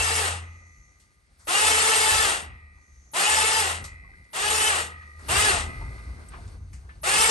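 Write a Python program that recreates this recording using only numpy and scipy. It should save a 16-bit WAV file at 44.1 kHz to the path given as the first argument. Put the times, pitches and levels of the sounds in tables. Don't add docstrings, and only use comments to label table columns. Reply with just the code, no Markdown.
import sys
import numpy as np
from scipy import signal
from scipy.fft import rfft, irfft
from scipy.io import wavfile
from scipy.ndimage import uniform_filter1d

SR = 44100
rng = np.random.default_rng(int(sys.argv[2]) if len(sys.argv) > 2 else 0)


def elevation(decibels):
    levels = np.asarray(decibels, float)
    return 10 ** (levels / 20)


def persist_wave(psi):
    counts = np.round(np.clip(psi, -1, 1) * 32767).astype(np.int16)
    wavfile.write(sys.argv[1], SR, np.atleast_2d(counts).T)


N = 321930
TIME = np.arange(N) / SR
HZ = np.fft.rfftfreq(N, 1 / SR) + 1e-3

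# (on [s], off [s], armature beat at full speed [Hz], gear grind level [dB],
# swell under growing load [dB/s])
RUNS = [
    (-.5, 0.21, 450.8, -25.5, 2.5),
    (1.471, 2.237, 442.9, -19.5, -1.04),
    (3.135, 3.608, 442.6, -19.5, -5.5),
    (4.331, 4.692, 437.4, -24.5, 8),
    (5.284, 5.465, 438.7, -17, -13.5),
    (7.032, 7.4, 451, -19, 0.5),
]
# (time [s], level [dB])
GUSTS = [(0.0, -45), (0.12, -70), (0.3, -58.5), (1.38, -76), (1.65, -67), (1.99, -85), (2.13, -48),
         (2.38, -60), (2.52, -52), (2.64, -65.5), (3.7, -70.5), (3.78, -53), (4.33, -68), (4.43, -61),
         (5.14, -67), (5.22, -60), (5.33, -43.5), (7.3, -57)]
# (frequency [Hz], share common to both [0-1])
ALIKE = [(100, .97), (400, .55), (800, .8), (1300, .55), (1800, .75), (2250, .35), (2700, .7), (3100, .45),
         (4300, .68), (5300, .45), (6100, .65), (7000, .45), (7500, .85), (8600, .99)]
# (frequency [Hz], phase by which the left leads [rad])
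LEAD = [(60, 0), (350, 1.2), (700, .8), (1200, 1.2), (1550, 3.3), (2100, 4.2), (2500, 6.7), (4500, 7),
        (5300, 7.3), (6800, 6.2), (7300, 7.6), (8600, 6.3), (9800, 3.4)]


def rms_one(x):
    return x / np.sqrt(np.mean(x ** 2) + 1e-20)


def in_time(rows):
    s, *columns = np.transpose(rows)
    return [np.interp(TIME, s, column) for column in columns]


def at_hz(points):
    hz, value = np.transpose(points)
    return np.interp(np.log(HZ), np.log(hz + 1), value)


def drift(rate, db=None):
    r = np.exp(-80 * np.pi * rate / SR)
    noise = rng.standard_normal(N // 40 + 2002)
    slow = rms_one(signal.lfilter([1], [1, -2 * r, r * r], noise)[2000:])
    if db is not None:
        slow = elevation(db * slow)
    return np.interp(np.arange(N) / 40, np.arange(len(slow)), slow)


def resonance(x, hz, width_hz):
    r = np.exp(-np.pi * width_hz / SR)
    poles = [1, -2 * r * np.cos(2 * np.pi * hz / SR), r * r]
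    return signal.lfilter([(1 - r * r) / 2, 0, (r * r - 1) / 2], poles, x)


def twice_resonant(x, hz, width_hz):
    return resonance(resonance(x, hz, width_hz), hz, width_hz)


def coloured(spectrum):
    return rms_one(irfft(rfft(rng.standard_normal(N)) * elevation(at_hz(spectrum)), N))


def ports(first, second, alike, lead, tilt_db):
    alike = np.clip(alike, 0, 1)
    common = rfft(first) * np.sqrt((1 + alike) / 2)
    apart = rfft(second) * np.sqrt((1 - alike) / 2)
    turn = np.exp(.5j * lead) * elevation(tilt_db / 2)
    return irfft(np.array([(common + apart) * turn, (common - apart) / turn]), N)


def motor_state():
    start_hz, spin_up_s, sag_hz_per_s = 286.4, .062, 8
    stop_hz, spin_down_s = 302.7, .09
    attack_s, bite = 0.035, .1
    latest = np.maximum(np.searchsorted([row[0] for row in RUNS], TIME) - 1, 0)
    on, off, full_hz, db, swell = np.transpose(RUNS)[:, latest]
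    driven = np.minimum(TIME, off) - on
    coast = np.maximum(TIME - off, 0)
    hz = full_hz - sag_hz_per_s * driven - (full_hz - start_hz) * np.exp(-driven / spin_up_s)
    hz = stop_hz + (hz - stop_hz) * np.exp(-coast / spin_down_s)
    db = db + swell * driven + 20 * np.log10(1 - (1 - bite) * np.exp(-driven / attack_s))
    return hz, db, coast


def motor_path(hz, whine):
    # (multiple of the beat, level [dB])
    whine_orders = [(1, -3.5), (2, 3.5), (3, 4), (4, 8), (5, 4), (6, 3.5), (7, 2), (8, 1), (9, -1.5),
                    (10, -4), (11, -0.5), (12, -1.5), (13, -4), (14, -3.5), (15, -15), (16, -3.5), (17, -3),
                    (18, -7.5), (19, -3), (20, -13.5), (21, -1), (22, -2.5)]
    # (frequency [Hz], level [dB per Hz])
    grind_spectrum = [(150, -48.5), (260, -15), (667, -5), (800, -1), (917, -5), (1260, 1.5), (1630, 0),
                      (1900, 4.5), (2180, -5), (2820, -2.5), (3140, -3), (5760, -12), (8680, -10.5),
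                      (9800, -12.5), (12700, -60.5), (21600, -120)]
    # (frequency [Hz], width [Hz], boost [dB])
    housing = [(452, 100, 6), (863, 78, 4), (2793, 160, 4.5), (9800, 3900, 9.5)]
    phase = 2 * np.pi * np.cumsum(hz * (1 + 0.002123 * drift(25))) / SR
    spin_up = elevation(-2.5 * np.clip((430 - hz) / 130, 0, 1))
    orders = np.zeros(N)
    for k, db in whine_orders:
        firmness = spin_up ** (abs(k - 2) - 1.5)
        tone = np.sin(k * phase + 0.85 * drift(9.1) + k * k)
        orders += elevation(db) * drift(28, db=5.0) * firmness * tone
    grind = coloured(grind_spectrum) * (1 + 0.12 * np.sin(phase)) * drift(37, db=1.0)
    both = (grind + whine * rms_one(orders)) / np.sqrt(1 + whine ** 2)
    boost = sum((elevation(db) - 1) * resonance(both, peak_hz, width_hz) for peak_hz, width_hz, db in housing)
    return rms_one(both + boost)


def drum_boom(db, coast):
    boom = twice_resonant(rng.standard_normal(N), 174.2, 11)
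    return elevation(db - 35.5 - 74 * coast) * rms_one(boom)


def mount():
    # (frequency [Hz], ..)
    mount_hz = [
        [1211, 1225.5, 1270],
        [1900, 1951],
        [1976, 2003, 2078],
        [2266, 2326, 2455, 2514, 2600, 3990],
    ]
    # (t60 [s], level within the part [dB])
    mount_modes = [
        [(2.6, 0), (2.2, -1), (1.0, -1)],
        [(2.2, 1), (1.6, -1)],
        [(2.0, -3), (1.8, 2), (2.0, 1)],
        [(1.6, -2), (2.2, 2), (1.3, 0), (1.3, -1), (1.2, -4), (1.4, -13)],
    ]
    # (level of part 1 [dB], part 2 [dB], part 3 [dB], part 4 [dB])
    left_ringing = [
        (-67.5, -65, -60, -72.5),
        (-69.5, -59.5, -63, -70.5),
        (-72.5, -60.5, -55, -68.5),
        (-61, -53, -62, -72),
        (-58, -72.5, -52, -66),
    ]
    rings = np.zeros(N)
    for part_hz, modes, left_db in zip(mount_hz, mount_modes, np.transpose(left_ringing)):
        for hz, (t60, mode_db) in zip(part_hz, modes):
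            level = np.zeros(N)
            for (on, off, *rest), db in zip(RUNS, left_db):
                since_s = np.maximum(TIME, off + .24) - off - .4
                build_up = np.clip((TIME - on) / (off - on), 0, 1)
                level += elevation(db - 60 * since_s / t60) * build_up
            waver = drift(3, db=1.0)
            tone = np.sin(2 * np.pi * hz * TIME + .2 * drift(3))
            rings += np.sqrt(2) * elevation(mode_db) * level * waver * tone
    return rings


def winch():
    # (frequency [Hz], left over right [dB])
    tilt = [(100, 1), (600, 3.5), (1600, -1.5), (2700, 3), (4000, 2.5), (5600, 7), (6200, 4), (7000, 7),
            (7800, 2), (8600, 0)]
    hz, db, coast = motor_state()
    grind = elevation(db - 5 * (10 * coast) ** 2.246)
    whine = elevation(-2.5 - 214.5 * np.maximum(coast - .04, 0))
    paths = np.array([motor_path(hz, whine) for path in range(2)])
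    dull = signal.butter(2, 2600, fs=SR, output="sos")
    echo = signal.sosfilt(dull, paths[::-1])
    echo_gain = elevation(db + 3 - 119 * coast) * np.minimum(10 * coast, 1)
    paths = grind * paths + echo_gain * echo
    first = paths[0] + drum_boom(db, coast) + mount()
    return ports(first, paths[1], at_hz(ALIKE), at_hz(LEAD), at_hz(tilt))


def frame_thrum():
    # (from [s], to [s], thrum pitch [Hz], level [dB], t60 [s])
    pushes = [(-.2, .36, 84.5, -36, 1.03), (1.587, 1.76, 77.5, -42, 0.99), (1.923, 2.136, 82, -48, 0.37),
              (2.16, 2.624, 75.5, -48.5, 1.1), (2.864, 2.98, 66.5, -53, .6), (3.268, 3.446, 77.3, -43, .4),
              (3.536, 3.814, 83.5, -41.5, 0.78), (4.418, 4.61, 77.5, -43.5, 0.52),
              (4.62, 4.76, 80.2, -43, 2.4), (5.023, 5.203, 76, -45.5, 0.34), (5.22, 5.297, 71, -35, 0.23),
              (5.364, 5.442, 85, -34, 0.34), (5.582, 5.659, 79, -32, 0.19), (5.756, 5.833, 58.5, -35, 1.2),
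              (5.954, 6.298, 62, -63, 0.16), (6.403, 6.46, 90, -36.5, 0.27),
              (6.533, 6.646, 90, -42.5, 0.65), (6.666, 6.9, 61, -48, 0.75), (7.13, 7.303, 73, -43, .5)]
    wander = .5 * drift(2)
    thrum = np.zeros(N)
    for start, end, hz, db, t60 in pushes:
        rise = np.clip((TIME - start) / 0.065, 0, 1)
        fall = elevation(db - 60 * np.maximum(TIME - end, 0) / t60)
        thrum += fall * rise * np.sin(2 * np.pi * hz * TIME + wander)
    return np.sqrt(2) * thrum * elevation(.5 * drift(6.0)) * elevation([[.4], [-.4]])


def wind():
    # (frequency [Hz], level [dB per Hz])
    wind_spectrum = [(12, -38.5), (20, -24), (49, 5), (71, 3), (158, -14), (242, -22.5), (400, -35.5),
                     (520, -79), (880, -120)]
    wind_db, = in_time(GUSTS)
    strength = elevation(wind_db + 7.5) + elevation(-70)
    rumble = [strength * elevation(2.9 * drift(6)) * coloured(wind_spectrum) for path in range(2)]
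    return ports(*rumble, 0.97, 0, .9)


def site():
    # (frequency [Hz], level [dB per Hz])
    murmur_spectrum = [(59, -34.5), (100, -12), (362, -17.5), (583, -22.5), (1130, -24.5), (1230, -25.5),
                       (1600, -21.5), (2080, -62), (3520, -120)]
    # (frequency [Hz], level [dB per Hz])
    rustle_spectrum = [(760, -44), (1300, -15), (2020, -8.5), (2650, -15.5), (3200, -19), (4470, -13),
                       (6000, -19.5), (7230, -22.5), (8780, -15.5), (9800, -10.5), (12700, -63),
                       (21600, -120)]
    # (time [s], level [dB])
    stir = [(0, -69), (.74, -76.5), (1.2, -79), (1.45, -74.5), (2.7, -79), (3.1, -76.5), (4.0, -74),
            (4.3, -74.5), (5.18, -70.5), (5.27, -56), (5.75, -63), (6.54, -66), (6.6, -75), (6.71, -75),
            (6.87, -72.5), (7.02, -73), (7.3, -89)]
    rustle_db, = in_time(stir)
    wind_db = uniform_filter1d(in_time(GUSTS)[0], size=SR // 4)
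    hz, motor_db, coast = motor_state()
    murmur = elevation(-70 + (rustle_db + 75.5) + 0.26 * (wind_db + 60.5))
    murmur = murmur + elevation(motor_db - 1.5 - 158.5 * np.maximum(coast, .2))
    paths = []
    for path in range(2):
        low = murmur * elevation(4.0 + 2.0 * drift(23.0)) * coloured(murmur_spectrum)
        bright = elevation(rustle_db + 7.0 + 1.0 * drift(6.8)) * coloured(rustle_spectrum)
        paths.append(low + bright)
    return np.array(paths)


def insects():
    # (from [s], to [s], final level [dB], growth [dB/s])
    chorus = [
        (.3, 0.872, -69, 0),
        (2.707, 3.14, -65, 25.5),
        (4.9, 7.306, -81, -1),
    ]
    level = elevation(-94.5)
    for start, end, db, growth in chorus:
        fade = 61 * np.maximum(TIME - end, 0)
        swell = elevation(db - growth * np.maximum(end - TIME, 0) - fade)
        level = level + swell * np.clip((TIME - start) / 0.13, 0, 1)
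    bands = [rms_one(twice_resonant(rng.standard_normal(N), 6260, 890)) for path in range(2)]
    return level * elevation(2.5) * np.array(bands)


def open_air():
    return ports(*(site() + insects()), 0.86 * at_hz(ALIKE), at_hz(LEAD), 0.87)


def timbers():
    # (time [s], wood level [dB], pitch [Hz], hiss level [dB], t60 [s])
    blows = [(0.996, -87, 1110, -54.5, 0.29), (1.384, -59, 1390, -52.5, 1), (2.77, -61.5, 900, -87, 0.13),
             (3.839, -41, 1000, -33, 0.21), (4.041, -64, 900, -85, 0.2), (4.089, -65, 895, -85, .15),
             (4.24, -96, 1200, -58, .089), (5.02, -51, 1300, -80, 0.18), (5.19, -49.5, 1180, -50.5, 0.34),
             (5.81, -42, 740, -76, 0.14), (5.978, -47, 1200, -64, 0.13), (6.286, -70, 1500, -54, .04),
             (6.315, -47.5, 1270, -80, .3), (6.334, -40.5, 1000, -59, .2), (6.475, -68, 900, -50, 0.12),
             (6.729, -51.5, 1860, -45, 0.27), (6.889, -50, 1430, -66, 0.21)]
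    # (time [s], level [dB], pitch [Hz], t60 [s])
    ticks = [(1.395, -57.5, 8580, 0.083), (4.138, -45, 1620, 0.062), (5.012, -43, 1750, 0.066),
             (6.287, -41, 8100, 0.036), (6.893, -43, 1750, 0.18), (6.893, -53, 1900, .08),
             (5.81, -42, 890, 0.16), (6.34, -46.5, 1090, 0.24), (6.385, -44, 700, .1),
             (4.09, -58, 780, 0.13), (4.045, -53, 1100, 0.13)]
    paths = np.zeros((2, N))
    t = TIME[:SR // 4]
    bright = signal.butter(2, 2600, "high", fs=SR, output="sos")
    for s, db, hz, hiss_db, t60 in blows:
        burst = rng.standard_normal((2, len(t)))
        rise = np.minimum(t / t60 / 0.021, 1)
        shape = rise * elevation(-60 * t / t60)
        wood = rms_one(twice_resonant(burst, hz, 1.1 * hz))
        scuff = rms_one(signal.sosfilt(bright, burst))
        paths[:, round(s * SR):][:, :len(t)] += shape * (elevation(db) * wood + elevation(hiss_db) * scuff)
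    for s, db, hz, t60 in ticks:
        paths[0, round(s * SR):][:len(t)] += elevation(db - 60 * t / t60) * np.sin(2 * np.pi * hz * t)
    return ports(*paths, at_hz(ALIKE), at_hz(LEAD), 2.6)


def patchy_top(x):
    # (frequency [Hz], centre level under 8-9.7 kHz [dB],
    # odds of the centre being kept [spreads], side level [dB])
    top_bands = [(9640, 2.5, -10, -5), (9717, -6, -0.13, -4.5), (10820, -19.5, -2, -1.5),
                 (10700, -14.5, 2, 5), (11110, -5, 0.17, -27), (11900, -21, 1.5, -42.5),
                 (11950, -12.5, -1, -62.5), (13090, -23, -2, -59)]
    hz, s, frames = signal.stft(x, SR, "cosine", 2048, 1024)
    below = (hz > 8000) & (hz < 9700)
    level = np.sqrt(np.mean(np.abs(frames[:, below]) ** 2, axis=(0, 1))) + 1e-9
    top = hz > 9750
    top_hz, bins = hz[top], top.sum()
    shape = (2, bins, len(s))
    noise = rng.standard_normal(shape) + 1j * rng.standard_normal(shape)
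    at, db, odds, side_db = np.transpose(top_bands)
    own = uniform_filter1d(rng.standard_normal((bins // 8 + 1, len(s))), size=2)
    own = own.repeat(8, axis=0)[:bins]
    attack = np.clip(np.gradient(np.log(level)), -1, 3)
    mood = np.resize(drift(10)[::1024], len(s)) + 3.0 * attack
    kept = np.interp(top_hz, at, odds, right=-9)[:, None] + .8 * mood + 1.0 * own > 0
    centre = noise[0] * elevation(np.interp(top_hz, at, db))[:, None] * kept
    side = noise[1] * elevation(np.interp(top_hz, at, side_db))[:, None]
    side = side * (top_hz[:, None] < 11200 + 250 * mood)
    hole = (hz > 8400) & (hz < 8850)
    frames[:, hole] = np.where(mood < 1.0, frames[:, hole].mean(axis=0), frames[:, hole])
    frames[:, top] = level * np.array([centre + side, centre - side])
    return signal.istft(frames, SR, "cosine", 2048, 1024)[1][:, :N]


def scene():
    return winch() + frame_thrum() + wind() + open_air() + timbers()


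def low_pass(x):
    return signal.sosfilt(signal.butter(12, 13110, fs=SR, output="sos"), x)


def record(dry):
    mix = patchy_top(dry)
    return low_pass(mix)


dry = scene()
out = record(dry)
persist_wave(out)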